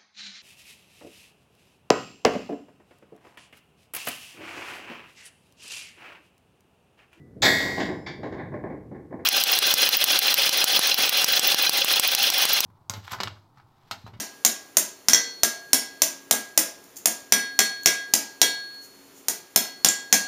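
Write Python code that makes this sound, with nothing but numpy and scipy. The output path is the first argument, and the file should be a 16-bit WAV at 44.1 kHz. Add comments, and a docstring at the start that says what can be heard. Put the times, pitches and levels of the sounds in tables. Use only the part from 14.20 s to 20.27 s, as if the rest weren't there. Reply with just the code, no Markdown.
"""A hand hammer flattens the end of a steel bar on an anvil, about three blows a second, with two light secondary
knocks. Each impact is a noise crack plus decaying sines for hammer head, stand and anvil; the more direct the
blow, the louder the anvil rings. A few strikes overload the microphone lopsidedly, heard as a short bass thump,
made as a damped sine. A concrete workshop echoes by convolution, a forge rushes softly as filtered noise, and
between runs the bar shifts in short bursts of noise. 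The close microphone saturates on its peaks."""
import sys
import numpy as np
from scipy import signal
from scipy.fft import rfft, irfft, next_fast_len
from scipy.io import wavfile
from scipy.ndimage import uniform_filter1d

SR = 44100
rng = np.random.default_rng(int(sys.argv[2]) if len(sys.argv) > 2 else 0)


def pcm_store(signal):
    """Save signal as 16-bit PCM."""
    levels = np.round(np.clip(np.atleast_2d(signal), -1, 1) * 32767)
    wavfile.write(sys.argv[1], SR, levels.astype(np.int16).T)


N = 267687
LEAD_S = 0.2  # time computed ahead of the first audible sample


def undb(db):
    """Amplitude ratio of a level: 20 dB for each factor of ten."""
    return 10 ** (np.asarray(db) / 20)


def unit(x):
    """Normalisation to an rms value of 1."""
    return x / np.sqrt(np.mean(x ** 2))


def fade(t, t60):
    """Exponential decay of a damped system, 60 dB down after t60."""
    return np.exp(-np.log(1000) * t / t60)


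def along(points, hz, column=1):
    """Spectrum read from a table by linear interpolation on a log-frequency axis."""
    points = np.array(points)
    return np.interp(np.log(hz + 1), np.log(points[:, 0]), points[:, column])


def shaped(x, db_at):
    """Minimum-phase filtering: folding the cepstrum makes the gain db_at(Hz) causal."""
    size = next_fast_len(len(x) + 2048, True) // 2 * 2
    bins = np.fft.rfftfreq(size, 1 / SR)
    cepstrum = irfft(np.log(undb(db_at(bins))))
    cepstrum[1:size // 2] *= 2
    cepstrum[size // 2 + 1:] = 0
    response = np.exp(rfft(cepstrum))
    return irfft(rfft(x, size) * response)[:len(x)]


def ring(modes, t):
    """Modal superposition: a sum of damped sines from rows (f/Hz, level/dB, t60/s)."""
    return sum(undb(db) * fade(t, t60) * np.sin(2 * np.pi * hz * t) for hz, db, t60 in modes)


def add(track, s, sound):
    """Linear superposition of a sound on a track that begins LEAD_S early."""
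    i = max(int((s + LEAD_S) * SR), 0)
    track[i:i + len(sound)] += sound[:len(track) - i]


def low_pass(x, hz):
    """Steep elliptic low-pass: passband ripple traded for a sharp cutoff."""
    return signal.sosfilt(signal.ellip(10, 0.2, 70, hz, fs=SR, output="sos"), x)


def crack(treble_db, hump_hz, hump_db, t60=0.02, snap=2.25, gain_db=25, hump_octaves=0.35):
    """Broadband impact: one hard snap, then milliseconds of crushed scale and chattering steel as noise."""
    # colour of the contact: (f/Hz, relative level/dB)
    contact_colour = [(50, -53.5), (140, -34), (215, -9.5), (480, -15), (700, -7), (1200, -16.5),
                      (2100, -13.5), (2900, -14.5), (4500, -11), (5600, -3.5), (7200, -2), (9400, -6.5),
                      (11800, -12), (13800, -6), (15300, -15)]
    t = np.arange(2048) / SR
    burst = rng.standard_normal(len(t)) * fade(t, t60)
    burst[0] = snap
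    # level out the noise burst so that the colour below alone sets its spectrum
    power = np.abs(rfft(burst)) ** 2
    uneven_db = 10 * np.log10(uniform_filter1d(power, size=15))
    bins = np.fft.rfftfreq(len(t), 1 / SR)
    treble_share = along([(6500, 0), (10000, 1)], bins)
    colour_db = along(contact_colour, bins) + treble_db * treble_share
    # the way the bar lies on the face favours one broad band
    octaves_off = np.log2((bins + 1) / hump_hz)
    colour_db = colour_db + hump_db * np.exp(-(octaves_off / hump_octaves) ** 2)
    return undb(gain_db) * shaped(burst, lambda hz: np.interp(hz, bins, colour_db - uneven_db))


def hammer_ping(ping_hz, t, scatter=0.0062):
    """Free vibration of the hammer head: a few closely spaced, quickly damped modes."""
    # head modes: (f as a multiple of the ping, relative level/dB, t60/s)
    head_modes = [(.965, -1.5, .018), (0.996, 4, 0.032), (1.055, 4.5, 0.016), (1.115, -2.5, 0.025)]
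    # the hammer never lands quite the same way twice
    head = [(ping_hz * ratio * (1 + scatter * rng.standard_normal()), db, t60)
            for ratio, db, t60 in head_modes]
    return ring(head, t)


def stand_knock(t):
    """Structure-borne excitation: the blow sets off low, damped modes of the stand under the anvil."""
    # stand modes: (f/Hz, level re force of blow/dB, t60/s)
    stand_modes = [(194, -39, .22), (246, -41, .2), (272, -42, .2), (330, -41, .2), (625, -36, .18),
                   (660, -34, .22), (699, -38, .2)]
    return ring(stand_modes, t)


def anvil_ring(heel, edge, t, bloom=1.0, bloom_s=0.0069, waver_db=2):
    """Modal excitation by place of blow; each tone blooms in the room and wavers as the smith moves."""
    # anvil modes: (f/Hz, relative level/dB, t60/s, extra level at heel/dB, extra level at edge/dB)
    anvil_modes = [ (473, -28, .63, 16, 2), (1568, -17, .5, 13.5, -1), (1637, 0, .78, -12, 0),
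                   (1996, -10, .48, 8, 1), (1800, -9, 0.1, -10, 1), (2110, -7, 0.13, -11, -25),
                   (2140, -19.5, 0.11, -11, 21), (2275, -9, .42, -8, 0), (3300.5, -14, .52, 3, 6),
                   (3306.5, -12, .33, 5, 8), (3707, -17.5, .5, -8, 13), (4339.6, -18, 1.12, 0, 18),
                   (5396, -17, .25, 10, 0), (5442, -17, .2, 11, 0), (5508, -17, .33, 6, 0),
                   (5606, -7, .29, 3, 0), (5690, -13, .24, 7, 0), (6000, -19, 0.19, 1, 2),
                   (6229, -15, 0.16, 3, 3), (6560, -10, .22, 6, -15.5), (7440, -11, 0.27, 11, 7),
                   (9654, -10, .38, -12, 4), ]
    knots = np.linspace(0, 1, 14)  # s
    sound = np.zeros(len(t))
    for hz, db, t60, heel_db, edge_db in anvil_modes:
        tone = ring([(hz, db, t60)], t)
        gain = undb(heel * heel_db + edge * edge_db + waver_db * rng.standard_normal(len(knots)))
        sound += tone * np.interp(t, knots, gain)
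    return sound * (1 - bloom * np.exp(-t / bloom_s))


def workshop(build_s=0.009):
    """Room impulse response: a few hard early reflections and a diffuse tail, each band with its own decay."""
    # reverberation: (f/Hz, t60/s, level re sound sent into the room/dB)
    tail_bands = [(97, 0.276, -26.5), (252, 0.31, 4.5), (731, 0.56, -4.5), (1640, 0.37, -1.5),
                  (4700, 0.39, -5.5), (9630, 0.26, -4), (14000, 0.24, -4.5)]
    # first reflections off floor and walls: (delay t/s, level re sound sent into the room/dB)
    reflections = [(.0042, -18.5), (0.0099, -14.5), (.012, -13), (0.0147, -11.5), (.0243, -20),
                   (0.035, -55)]
    size = SR // 2
    t = np.arange(size) / SR
    log_hz = np.log(np.fft.rfftfreq(size, 1 / SR) + 1)
    noise = rfft(rng.standard_normal(size))
    centres = np.log([row[0] for row in tail_bands])
    response = np.zeros(size)
    # each row of the identity matrix opens one band, overlapping its neighbours
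    for share, (_, t60, db) in zip(np.eye(len(tail_bands)), tail_bands):
        swell = fade(t, t60) * (1 - np.exp(-(t / build_s) ** 2))
        band = irfft(noise * np.interp(log_hz, centres, share))
        response += undb(db) * band * swell / np.linalg.norm(swell)
    for delay, db in reflections:
        # clutter along the walls smears each echo over about a millisecond
        smear = rng.standard_normal(size=48)
        i = int(delay * SR * (1 + 0.02 * rng.standard_normal()))
        response[i:i + len(smear)] += undb(db) * smear / np.linalg.norm(smear)
    return response


def place(s):
    """Linear interpolation of the working spot on the face at a given time: (heel, edge)."""
    # working spot: (t/s, towards the heel/0-1, towards the edge/0-1)
    spots = [(.25, 0.36, .05), (.9, 0.22, 0.5), (1.25, 0.16, 0), (2.4, 0.1, 0), (3.3, 0, 0.81),
             (3.9, 0.14, 0), (4.202, 0.1, 0.83), (5.6, 0.3, 0.6), (5.95, 0, 0.6)]
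    times, heel, edge = np.array(spots).T
    return np.interp(s, times, heel), np.interp(s, times, edge)


def strike(heel, edge, contact_db, ping_hz, clank_hz, ring_room_db=-11, stand_room_db=-6):
    """Superposition of one impact: crack, hammer ping, stand and anvil ring, convolved with the room for echo."""
    t = np.arange(SR) / SR
    treble_db, clank_db, ping_db, ring_db = contact_db
    contact = crack(treble_db, clank_hz, clank_db)
    ping = undb(ping_db) * hammer_ping(ping_hz, t[:len(contact)])
    steel = np.pad(contact + ping, (0, SR - len(contact)))
    stand = stand_knock(t)
    ringing = undb(ring_db) * anvil_ring(heel, edge, t)
    sent = steel + undb(stand_room_db) * stand + undb(ring_room_db) * ringing
    # the smith moves, so every strike meets a slightly different room
    echo = signal.fftconvolve(sent, workshop())[:SR]
    return steel + stand + ringing + echo


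def blows(track):
    """Impact through a cushion: a direct blow is duller but clanks, pings and rings the anvil more."""
    # blows on the bar: (t/s, force/dB, directness/0-1, ping f/Hz, clank f/Hz)
    # directness 0: the bar cushions the blow; 1: it goes straight into the anvil
    # the clank is the band that the lie of the bar favours
    blow_list = [ (-.065, 1, 0.18, 5400, 3400), (.2495, -0.5, 0.36, 7000, 3550),
                 (0.5698, -1, 0, 6780, 9270), (0.885, -2, 0.74, 5480, 1500), (1.2336, -1, 0.58, 5700, 1430),
                 (1.532, 0, 0.65, 5570, 10400), (1.8195, -1.5, .32, 6410, 5500),
                 (2.1108, 0.5, .36, 5940, 1170), (2.3764, .5, 0.12, 6900, 9000),
                 (2.8576, -2.5, 0.16, 7000, 9800), (3.1228, 1, 0.82, 5950, 2030),
                 (3.3908, 0.5, 0.9, 5860, 2060), (3.6592, 1, .97, 5630, 2220),
                 (3.9374, -1, .46, 5520, 5630), (4.2157, 1.5, 0.95, 5820, 3620),
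                 (5.084, -7, .1, 7200, 13500), (5.3608, 0, 0.52, 5340, 13500),
                 (5.6469, 0.5, 0.57, 5620, 3250), (5.9268, 2, 0.68, 6380, 2140), ]
    # contact at directness 0 and 1: (treble level/dB, clank level/dB, ping level/dB, anvil ring level/dB)
    cushioned = np.array((1.5, 0, -19, -38.5))
    direct = np.array((-3.5, 8, -12.5, -21.5))
    for s, force_db, directness, ping_hz, clank_hz in blow_list:
        contact_db = (1 - directness) * cushioned + directness * direct
        heel, edge = place(s)
        add(track, s, undb(force_db) * strike(heel, edge, contact_db, ping_hz, clank_hz))


def secondary_knocks(track):
    """Light secondary impacts: the hammer dropping on the bare face, then the bar bouncing."""
    # knocks: (t/s, force/dB, ping f/Hz, clank f/Hz, towards the heel/0-1)
    knock_list = [(0.9336, -13, 5785, 1930, 0.87), (5.6866, -21.5, 7330, 7240, 0.17)]
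    # contact, the same for both: (treble level/dB, clank level/dB, ping level/dB, anvil ring level/dB)
    light_contact = (9, 18, 7.5, -9)
    for s, force_db, ping_hz, clank_hz, heel in knock_list:
        edge = place(s)[1]
        add(track, s, undb(force_db) * strike(heel, edge, light_contact, ping_hz, clank_hz))


def thumps(track, hz=50.4, t60=0.019):
    """Asymmetric overload of the microphone: a short bass thump, a damped sine over in a single cycle."""
    # thumps: (t/s, level/dB)
    thump_list = [(0.9343, -24), (1.2315, -21.5), (5.3607, -19.5)]
    thump = ring([(hz, 0, t60)], np.arange(SR) / SR)
    for s, db in thump_list:
        add(track, s, undb(db) * thump)


def forge(size, rush_db=-51.5, drone_db=-60, drone_hz=275, drone_width_hz=3.2):
    """Filtered noise: a soft, nearly steady rush with one low, narrow resonance."""
    # noise of the forge and the shop: (f/Hz, relative level per Hz/dB)
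    shop_spectrum = [(18, -68), (30, -14), (213, -6), (277, -8), (379, -0.5), (518, -8), (709, -11),
                     (1360, -13.5), (1470, -14.5), (3590, -18), (4190, -20.5), (4660, -19.5), (7260, -15),
                     (8060, -19.5), (15500, -20)]

    def resonance_db(hz):
        """Resonance curve, 6 dB down one width from the centre."""
        return -20 * np.log10(1 + ((hz - drone_hz) / drone_width_hz) ** 2)

    rush = unit(shaped(rng.standard_normal(size), lambda hz: along(shop_spectrum, hz)))
    drone = unit(shaped(rng.standard_normal(size), resonance_db))
    waver_db = 0.3 * signal.resample(rng.standard_normal(size=60), size)
    return (undb(rush_db) * rush + undb(drone_db) * drone) * undb(waver_db)


def shifting(size):
    """Sliding friction: the bar slides in short runs of tiny slips, heard as coloured noise bursts."""
    # runs of slips: (t/s, length/s, level before colouring/dB)
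    slip_runs = [(2.636, 0.011, -42), (2.757, 0.0069, -38), (2.762, 0.02, -30), (2.996, 0.017, -43),
                 (3.633, 0.0031, -27), (4.543, 0.0042, -45), (4.6, 0.082, -44.5), (4.929, 0.1, -49)]
    # colour of the scrape: (f/Hz, relative level/dB)
    scrape_colour = [(300, -24), (2500, -28), (4500, -17), (7000, -4), (9000, -13.5), (12000, -15),
                     (14500, -11)]
    track = np.zeros(size)
    for s, length, db in slip_runs:
        n = int(length * SR) + 2
        slips = rng.standard_normal(n) * undb(rng.exponential(size=n))
        add(track, s, undb(db) * unit(slips * np.hanning(n)))
    return shaped(track, lambda hz: along(scrape_colour, hz) + 5)


def scene():
    """Superposition of sources: anvil and bar close by, the room around them, the forge behind."""
    lead = int(LEAD_S * SR)
    size = N + lead
    hammering = np.zeros(size)
    blows(hammering)
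    secondary_knocks(hammering)
    thumps(hammering)
    bar = shifting(size)
    bar = bar + signal.fftconvolve(bar, workshop())[:size]
    return (hammering + bar + forge(size))[None, lead:]


def record(dry, mic_top_hz=15400, bass_cut_hz=150, top_hz=16500):
    """Transducer limits: the microphone port carves dips, peaks saturate, deep bass and top are cut."""
    # dips of the microphone port: (f/Hz, half-width/Hz, level/dB)
    port_dips = [(7860, 110, -20), (8300, 150, -8), (12620, 200, -5)]

    def port_db(hz):
        """Sum of the bell-shaped dips."""
        return sum(db / (1 + ((hz - centre) / width) ** 2) for centre, width, db in port_dips)

    heard = low_pass(shaped(dry[0], port_db), mic_top_hz)
    heard = heard / (1 + heard ** 8) ** (1 / 8)  # overload: nearly linear until close to full scale
    heard = signal.sosfilt(signal.butter(1, bass_cut_hz, "high", fs=SR, output="sos"), heard)
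    return low_pass(heard, top_hz)[None]


dry = scene()
out = record(dry)
pcm_store(out)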